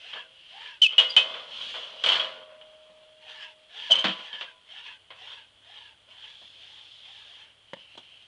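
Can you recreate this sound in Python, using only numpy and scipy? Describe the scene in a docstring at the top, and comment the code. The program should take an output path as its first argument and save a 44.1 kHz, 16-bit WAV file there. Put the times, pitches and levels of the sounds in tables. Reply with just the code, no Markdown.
"""A wire saw rasps to and fro through a calf's horn, about two strokes a second, whirring as it tightens.
The calf struggles in its steel chute: the head gate squeals by stick-slip friction, impacts set gate,
panels and floor clanking in their damped modes, and one bar rings on. Hide, rope and dry leaves rustle.
A hoof and, near the end, the cut horn knock dully on the dirt.
A thin outdoor hiss and a far engine lie underneath."""
import sys
import numpy as np
from scipy import signal
from scipy.fft import rfft, irfft, next_fast_len
from scipy.io import wavfile
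from scipy.ndimage import uniform_filter1d, minimum_filter1d, map_coordinates

SR = 44100
rng = np.random.default_rng(int(sys.argv[2]) if len(sys.argv) > 2 else 0)


def materialize(psi):
    """Save the field psi as 16-bit PCM at rate SR to the path in sys.argv[1].

    A 1-D psi becomes a single channel; in a 2-D psi each row is a channel.
    """
    bounded = np.clip(np.atleast_2d(psi).T, -1, 1)
    quanta = np.round(bounded * 32767).astype(np.int16)
    wavfile.write(sys.argv[1], SR, quanta)


N = 364707


# Pulls of the saw: start_s, end_s, strength_db
SAW_STROKES = [(0, 0.278, -44), (0.475, 0.799, -44), (3.188, 3.556, -45), (3.673, 3.992, -43.5),
               (4.133, 4.548, -44), (4.652, 4.992, -44.5), (5.117, 5.476, -46), (5.601, 5.961, -48),
               (6.027, 6.411, -50.5), (6.483, 6.938, -53), (6.967, 7.339, -52), (7.218, 7.558, -52.5)]
# Spectrum of wire cutting horn: frequency_hz, level_db
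RASP_SPECTRUM = [(180, -51.5), (300, -31), (382, -37), (437, -15.5), (524, -19.5), (618, -15), (677, -23),
                 (915, -12.5), (1260, -16.5), (1570, -10.5), (2360, -9), (3200, 2), (3950, -13),
                 (10200, -45), (11000, -57.5), (14300, -81), (22000, -120)]

def wire_saw(firm_db=-44.5, start_hz=520, top_hz=973, hz_per_db=12, upper_hz=1680, zing_hz=2750):
    """Friction noise: twisted wire rasps through horn, and its whirr climbs and grows with tension."""
    out = np.zeros(N)
    for start, end, strength_db in SAW_STROKES:
        effort_db = strength_db - firm_db
        size = int((end - start) * SR)
        progress = np.linspace(0, 1, size)
        speed = np.abs(np.sin(np.pi * progress))
        tension = np.sin(np.pi / 2 * progress / 0.69)  # slackens after 69% of the stroke
        low_hz = start_hz + (top_hz - start_hz) * tension + hz_per_db * effort_db
        stretch = 1 + 0.11 * (speed - speed.mean()) - 0.0601 * (progress - 0.5)
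        grip = amp(3.5 * np.array([wobble(22, size) for _ in range(3)]))
        low = grip[0] * narrow_noise(low_hz, width_hz=150)
        upper = grip[1] * narrow_noise(upper_hz * stretch, width_hz=150)
        zing = grip[2] * narrow_noise(zing_hz * stretch, width_hz=200)
        # The higher resonances need a tight wire and a firm pull.
        bite = speed ** 1.22 * progress * amp(0.52 * effort_db)
        whirr = amp(-7) * speed * low + bite * (amp(2) * upper + amp(3) * zing)
        grit = patchy(noise(RASP_SPECTRUM, grain_db=1.5, size=size), depth_db=3)
        rasp = speed ** 1.12 * amp(strength_db + 1.7 * wobble(28.1, size)) * grit
        add(out, start, rasp + amp(-52.5 + 1.28 * effort_db) * whirr)
    return out


# Blows on the chute: start_s, ring_db, clatter_db, thump_db, clatter_t60_s
CHUTE_BLOWS = [(0.132, -37.5, -35.5, -61.5, 0.13), (0.158, -51, -35, -57, 0.13),
               (0.823, -23, -51, -73, .07), (0.908, -42, -46, -79, 0.24), (0.924, -32.5, -47, -80, .12),
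               (0.981, -15, -21, -56, .18), (1.165, -12.5, -20.5, -46.5, 0.14),
               (1.340, -40, -36, -66, 0.38), (1.53, -38, -57, -68, .06), (1.74, -48.5, -35, -71, 0.39),
               (2.612, -45.5, -47, -83, .06), (3.902, -35, -33, -49, 0.28),
               (3.935, -29.5, -29.5, -54, 0.23), (3.972, -30.5, -34.5, -48, .25),
               (4.042, -31.5, -18.5, -25, .15), (4.083, -28, -31.5, -31.5, .15),
               (4.190, -44, -39, -49.5, 0.14), (4.329, -37, -42.5, -58, 0.19),
               (4.409, -35, -31.5, -64, 0.1), (5.104, -43.5, -38, -71, 0.11), (6.241, -41, -60, -83, .06)]

def rebounds(count=3, gap_s=0.009, t60_growth=1.46):
    """Inelastic rebound: each blow becomes a run of contacts, each weaker and looser than the last."""
    loss_db = np.array([5, 5, 9])  # ring, clatter, thump: rebounds hardly move the heavy floor
    return [(start + k * gap_s, *(np.array(levels_db) - k * loss_db), t60 * t60_growth ** k)
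            for start, *levels_db, t60 in CHUTE_BLOWS for k in range(count)]


def shake(start_s=2.038, count=7, first_gap_s=0.023, gap_growth=1.16, t60_s=0.34):
    """Forced rattling: the calf throws its weight about, and slowing contacts build, hold and give out."""
    gaps = first_gap_s * gap_growth ** np.arange(count)
    starts = start_s + np.cumsum(gaps) - gaps
    onset_loss_db = 2 * 0.5 ** np.arange(count)
    fade_db = 14 * np.linspace(0, 1, count) ** 3
    levels_db = np.array([-20.5, -23, -48.5])  # ring, clatter, thump
    return [(start, *(levels_db - loss), t60_s) for start, loss in zip(starts, onset_loss_db + fade_db)]


# Modes of the gate's bars, the loose side panels and the floor: pitch_hz, level_db, t60_s
GATE_MODES = [(2094, -35.5, 0.89), (2260, -21.5, 0.12), (2480, -25, 0.26), (2555, -17.5, 0.24),
              (2710, -17.5, 0.2), (2934, -2, 0.11), (3043, -2, 0.11), (3100, -5, 0.034), (3143, 1.5, 0.077),
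              (3180, -8, 0.15), (3248, -7.5, 0.2), (3340, -10.5, 0.19), (3675, -17.5, 0.14),
              (3570, -12, 0.14), (3735, -20, 0.16), (4340, -22.5, 0.18), (6700, -39.5, 0.16)]
PANEL_MODES = [(477, -17.5, 0.56), (528, -18, 0.71), (643, -14.5, 0.57), (1003, -19.5, 1), (1140, -22.5, 1),
               (1200, -22, 0.14), (1445, -18.5, 0.83), (1660, -20, 0.3)]
FLOOR_MODES = [(173, -7, 0.16), (196.4, -3.5, 0.16), (232.5, -4, 0.092), (317, -8.5, 0.16)]
# Spectra of the contact crack and the dense ring of panels and bars: frequency_hz, level_db
CRACK_SPECTRUM = [(900, -24), (3200, -1), (5000, -7), (8000, -9.5), (10800, -11.5)]
CLATTER_SPECTRUM = [(88, -69.5), (150, -22), (204, -35.5), (355, -20), (632, -8.5), (812, -14), (1010, -8),
                    (1790, -11), (2660, -8), (3180, 0), (3880, -9.5), (4240, -11.5), (5360, -22.5),
                    (6650, -26.5), (11000, -36.5), (14300, -82), (22000, -120)]

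def chute_clanks():
    """Impact excitation: each contact cracks and sets the modes of gate, panels and floor ringing."""
    out, t = np.zeros(N), clock(0.6)
    attack = 1 - np.exp(-t / 0.00024)
    heave = 1 - np.exp(-t / 0.0017)  # panels and floor are slower to move
    for start, ring_db, clatter_db, thump_db, t60 in rebounds() + shake():
        crack = amp(-7 - 60 * t / 0.015) * noise(CRACK_SPECTRUM, size=len(t))
        gate = amp(ring_db) * (crack + ring(GATE_MODES, t, scatter_db=5.5, detune=0.002))
        rattle = amp(-60 * t / t60) * noise(CLATTER_SPECTRUM, grain_db=0.5, size=len(t))
        drive = amp(-3) * t60 / 0.41  # a longer rattle feeds more into the panels
        panel_ring = drive * heave * ring(PANEL_MODES, t, scatter_db=0, detune=0.0036)
        panels = amp(clatter_db) * (rattle + panel_ring)
        floor = amp(thump_db) * heave * ring(FLOOR_MODES, t, scatter_db=1.5, detune=0.01)
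        cutoff_hz = 4200 * np.exp(0.039 * (ring_db + 32))  # harder blows are brighter
        add(out, start, low_pass(attack * (gate + panels + floor), cutoff_hz))
    return out


# Slips of steel on steel: start_s, length_s, level_db, start_hz, end_hz
GATE_SLIPS = [(0.816, 0.042, -8, 3040, 2898), (0.841, 0.043, -17, 2740, 2530),
              (1.093, 0.037, -32, 4820, 4820), (3.897, 0.04, -31, 663, 626), (3.906, .04, -9.5, 3080, 3047),
              (3.950, 0.025, -18, 3066, 3120), (3.984, .046, -19.5, 3110, 3130)]
# Spectrum of scraping steel: frequency_hz, level_db
SCRAPE_SPECTRUM = [(1200, -20), (2400, -13), (3200, 6), (4200, -3), (6000, -13), (8000, -17),
                   (10800, -29.5)]

def gate_squeals(peak_at=0.22, jitter=0.028, stutter_db=4, scrape_db=-19):
    """Stick-slip friction: the loaded gate gives a stuttering tone, a weak octave and a harsh scrape."""
    out = np.zeros(N)
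    for start, length, level_db, start_hz, end_hz in GATE_SLIPS:
        size = int(length * SR)
        progress = np.linspace(0, 1, size)
        slip = np.sin(np.pi / 2 * np.interp(progress, [0, peak_at, 1], [0, 1, 0]))
        load = slip * np.clip(1 + (level_db + 12) / 26, 0.3, 1)
        glide_hz = start_hz + (end_hz - start_hz) * progress
        pitch_hz = glide_hz * (1 + jitter * load * wobble(450, SR)[:size])
        stutter = unit(amp(stutter_db * wobble(280, SR)[:size]))
        phase = 2 * np.pi * np.cumsum(pitch_hz) / SR
        tone = np.sin(phase) + load * amp(-26) * np.sin(2 * phase)
        scrape = amp(scrape_db) * noise(SCRAPE_SPECTRUM, size=SR // 8)[:size]
        add(out, start, amp(level_db) * slip * stutter * (tone + scrape))
    return out


def ringing_bar(start_s=2.09, stop_s=3.7, pitch_hz=622, level_db=-46, t60_s=6.1):
    """Free vibration: one lightly damped bar rings on after the shake, until a touch stops it."""
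    out, t = np.zeros(N), clock(stop_s - start_s)
    edges = np.clip(np.minimum(t, t[-1] - t) / 0.0086, 0, 1)
    add(out, start_s, edges * amp(level_db - 60 * t / t60_s) * np.sin(2 * np.pi * pitch_hz * t))
    return out


# Knocks on the ground: start_s, thud_db, click_db, t60_s
GROUND_KNOCKS = [(2.895, -64.5, -70, 0.17), (6.415, -62.5, -79.5, 0.17), (7.733, -34, -39.5, 0.034),
                 (7.766, -53.5, -62, 0.034), (7.952, -57, -59, 0.032), (7.975, -62, -44.5, 0.099)]
# Spectra of the dull thud and its dry click: frequency_hz, level_db
THUD_SPECTRUM = [(53, -46), (90, -17), (209, 7.5), (368, -16), (545, 5.5), (843, -2), (1010, 5),
                 (1290, -18), (1750, -1), (2600, -14), (3380, -48), (5720, -120)]
CLICK_SPECTRUM = [(880, -13), (1500, -23), (2560, -21), (3260, -3), (3570, -11.5), (4430, -25), (9230, -41),
                  (11000, -62), (14300, -76), (22000, -120)]

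def ground_knocks(gain=2.16):
    """Heavily damped impact: a hoof and the falling horn meet the dirt with a thud and a click."""
    out, t = np.zeros(N), clock(0.22)
    attack = 1 - np.exp(-t / 0.0009)
    for start, thud_db, click_db, t60 in GROUND_KNOCKS:
        thud = amp(thud_db) * noise(THUD_SPECTRUM, size=len(t))
        click = amp(click_db) * noise(CLICK_SPECTRUM, size=len(t))
        add(out, start, gain * attack * amp(-60 * t / t60) * (thud + click))
    return out


# Bouts of dry rustling: start_s, end_s, level_db, brightness_hz
RUSTLE_BOUTS = [(-0.1, 0.244, -44, 3080), (0.3, 0.8, -50, 3100), (0.89, 1.571, -42, 3310),
                (1.438, 1.99, -36, 3260), (1.8, 2.489, -44, 3230), (3.688, 4.351, -40.5, 3170),
                (6.106, 7.537, -51, 3390), (7.596, 8.444, -54.5, 3080)]
# Spectrum of the rustle: frequency_hz, level_db
RUSTLE_SPECTRUM = [(1060, -28.5), (1800, -18), (2020, -18), (2570, -10.5), (2880, -1), (3300, 2.5),
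                   (3700, -11), (4110, -13), (5560, -25.5), (6420, -28), (7880, -37.5), (10100, -41.5),
                   (11000, -53), (14300, -85), (22000, -120)]

def rustling(faint_db=-58, settle_db_per_s=0.7, rise_s=0.2, fall_s=0.27, base_brightness_hz=3236):
    """Dry friction: hide, rope and leaves rub in bouts of noise over a faint, settling rustle."""
    t = np.arange(N) / SR
    rustle = amp(faint_db - settle_db_per_s * t) * noise(RUSTLE_SPECTRUM, grain_db=-0.5)
    for start, end, level_db, brightness_hz in RUSTLE_BOUTS:
        swell = np.clip(np.minimum((t - start) / rise_s, (end - t) / fall_s), 0, 1)
        spectrum = np.array(RUSTLE_SPECTRUM) * [brightness_hz / base_brightness_hz, 1]
        rustle += amp(level_db) * swell * noise(spectrum, grain_db=0.5)
    flutter = amp(0.68 * wobble(40))
    return np.std(rustle) * patchy(rustle, depth_db=1.5) * flutter


# Envelope of the body scraping along the chute: time_s, level_db
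BODY_ENVELOPE = [(0.9, -53), (1.11, -56.5), (1.21, -44), (1.44, -51.5), (2.08, -54.5), (2.21, -46),
                 (2.44, -51), (2.64, -61.5), (3.1, -70)]
# Spectrum of hide on steel: frequency_hz, level_db
BODY_SPECTRUM = [(71, -63), (120, -24.5), (283, -13.5), (327, -25), (460, -4.5), (615, 2.5), (702, -8),
                 (1140, -3.5), (1770, -12.5), (2590, -13.5), (2800, -5.5), (3640, -28), (6160, -120)]

def body_scrape():
    """Sliding friction: the struggling calf drags its hide along the bars in grainy noise."""
    hide = patchy(noise(BODY_SPECTRUM, grain_db=3), depth_db=2.5)
    flutter = amp(1.8 * wobble(30))
    return envelope(BODY_ENVELOPE) * hide * flutter


# Tones of the engine: pitch_hz, level_db
ENGINE_TONES = [(70, -80), (104, -74.5)]

def far_engine(start_s=4.7, fade_s=0.43):
    """Periodic vibration: a far engine fades in as two low tones of wavering phase."""
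    t = np.arange(N) / SR
    hum = sum(amp(db) * np.sin(2 * np.pi * hz * t + 0.25 * wobble(4.6)) for hz, db in ENGINE_TONES)
    return hum * np.clip((t - start_s) / fade_s, 0, 1)


# Spectrum of the outdoor air: frequency_hz, level_db
AIR_SPECTRUM = [(15, -27.5), (25, -10), (112, -6.5), (212, -11), (296, -11.5), (480, -8.5), (635, -4.5),
                (703, -9), (1230, -9.5), (3160, -9.5), (4990, -24), (10200, -21.5), (11000, -32),
                (14300, -65), (22000, -120)]

def outdoor_air(level_db=-66):
    """Stationary broadband noise: the open air gives a thin hiss."""
    return amp(level_db) * noise(AIR_SPECTRUM)


# Reverberation time of the yard: frequency_hz, t60_s
YARD_DECAY = [(150, .25), (600, 0.31), (3000, 0.54), (10000, 0.23)]

def yard_reverb(x):
    """Diffuse scattering: fences and trees return a short, exponentially decaying tail."""
    hz, t, spectra = signal.stft(rng.standard_normal(SR), SR, nperseg=256)
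    decay = amp(-60 * t / along(YARD_DECAY, hz)[:, None])
    tail = signal.istft(spectra * decay, SR, nperseg=256)[1]
    return signal.fftconvolve(x, tail / np.linalg.norm(tail))[:N]


def ring(modes, t, scatter_db, detune):
    """Modal superposition: damped sines whose strength, sign and tuning vary from blow to blow."""
    hz, db, t60 = np.transpose(modes)[:, :, None]
    strength, shift, polarity = rng.standard_normal((3, len(modes), 1))
    waves = np.sign(polarity) * np.sin(2 * np.pi * hz * (1 + detune * shift) * t)
    return np.sum(amp(db + scatter_db * strength - 60 * t / t60) * waves, axis=0)


def noise(spectrum, grain_db=0, size=N):
    """Spectral shaping: coloured noise at rms 1, its power gathered in millisecond grains."""
    grains = rng.standard_normal(size) * amp(grain_db * wobble(500, size))
    return unit(filtered(grains, lambda hz: amp(along(spectrum, hz))))


def narrow_noise(hz, width_hz):
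    """Quadrature modulation: a narrow band of noise follows a pitch."""
    phase = 2 * np.pi * np.cumsum(hz) / SR
    return unit(wobble(width_hz, len(hz)) * np.sin(phase) + wobble(width_hz, len(hz)) * np.cos(phase))


def patchy(x, depth_db):
    """Spectral modulation: short-lived resonances come and go; the result has rms 1."""
    spectra = signal.stft(x, nperseg=1024)[2]
    patches = uniform_filter1d(rng.standard_normal(spectra.shape), size=5, axis=0)
    patches = uniform_filter1d(patches, size=7, axis=1)
    return unit(signal.istft(spectra * amp(depth_db * unit(patches)), nperseg=1024)[1][:len(x)])


def low_pass(x, hz):
    """Causal low-pass filtering: a softer contact passes less treble."""
    return signal.sosfilt(signal.butter(2, np.clip(hz, 500, SR / 3), fs=SR, output="sos"), x)


def filtered(x, response):
    """Linear filtering: the spectrum of x times a frequency response."""
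    size = next_fast_len(len(x) + 8192)
    return irfft(rfft(x, size) * response(np.fft.rfftfreq(size, 1 / SR)), size)[:len(x)]


def wobble(rate, size=N):
    """Spline interpolation: a smooth random curve with rate knots a second."""
    knots = rng.standard_normal(int(size * rate / SR) + 4)
    return map_coordinates(knots, [np.arange(size) * rate / SR])


def envelope(rows):
    """Gain per sample from (time_s, level_db) rows, fading exponentially beyond their ends."""
    times, db = np.transpose(rows)
    t = np.arange(N) / SR
    outside_s = np.maximum(times[0] - t, 0) + np.maximum(t - times[-1], 0)
    return amp(np.interp(t, times, db)) * np.exp(-outside_s / 0.026)


def along(points, hz):
    """Interpolation of (frequency_hz, value) points on a logarithmic frequency axis."""
    frequencies, values = np.transpose(points)
    return np.interp(np.log(hz + 1), np.log(frequencies + 1), values)


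def add(track, start_s, x):
    """Superposition: x joins the track at start_s."""
    part = track[max(round(start_s * SR), 0):][:len(x)]
    part += x[:len(part)]


def amp(db):
    """Decibels to amplitude ratio."""
    return 10 ** (np.asarray(db) / 20)


def unit(x):
    """Normalisation to rms 1."""
    return x / np.sqrt(np.mean(x ** 2) + 1e-20)


def clock(seconds):
    """Sample times over a duration."""
    return np.arange(int(seconds * SR)) / SR


def scene(low_cut_hz=115, reverb_db=-17):
    """Superposition of all sources; the open frame and small knocks radiate little bass."""
    low_cut = signal.butter(3, low_cut_hz, "high", fs=SR, output="sos")
    blows = signal.sosfilt(low_cut, chute_clanks() + gate_squeals() + ground_knocks())
    reverb = amp(reverb_db) * yard_reverb(blows)
    foreground = wire_saw() + blows + reverb + ringing_bar() + rustling() + body_scrape()
    return (foreground + far_engine() + outdoor_air())[None]


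def record(dry, ceiling=0.55, top_hz=10900):
    """Peak and band limiting: a fast gain dip holds the highest peaks, and the top treble is cut."""
    needed_gain = ceiling / np.maximum(np.abs(dry[0]), ceiling)
    gain = uniform_filter1d(minimum_filter1d(needed_gain, size=61), size=41)
    return filtered(dry[0] * gain, lambda hz: hz < top_hz)[None]


dry = scene()
out = record(dry)
materialize(out)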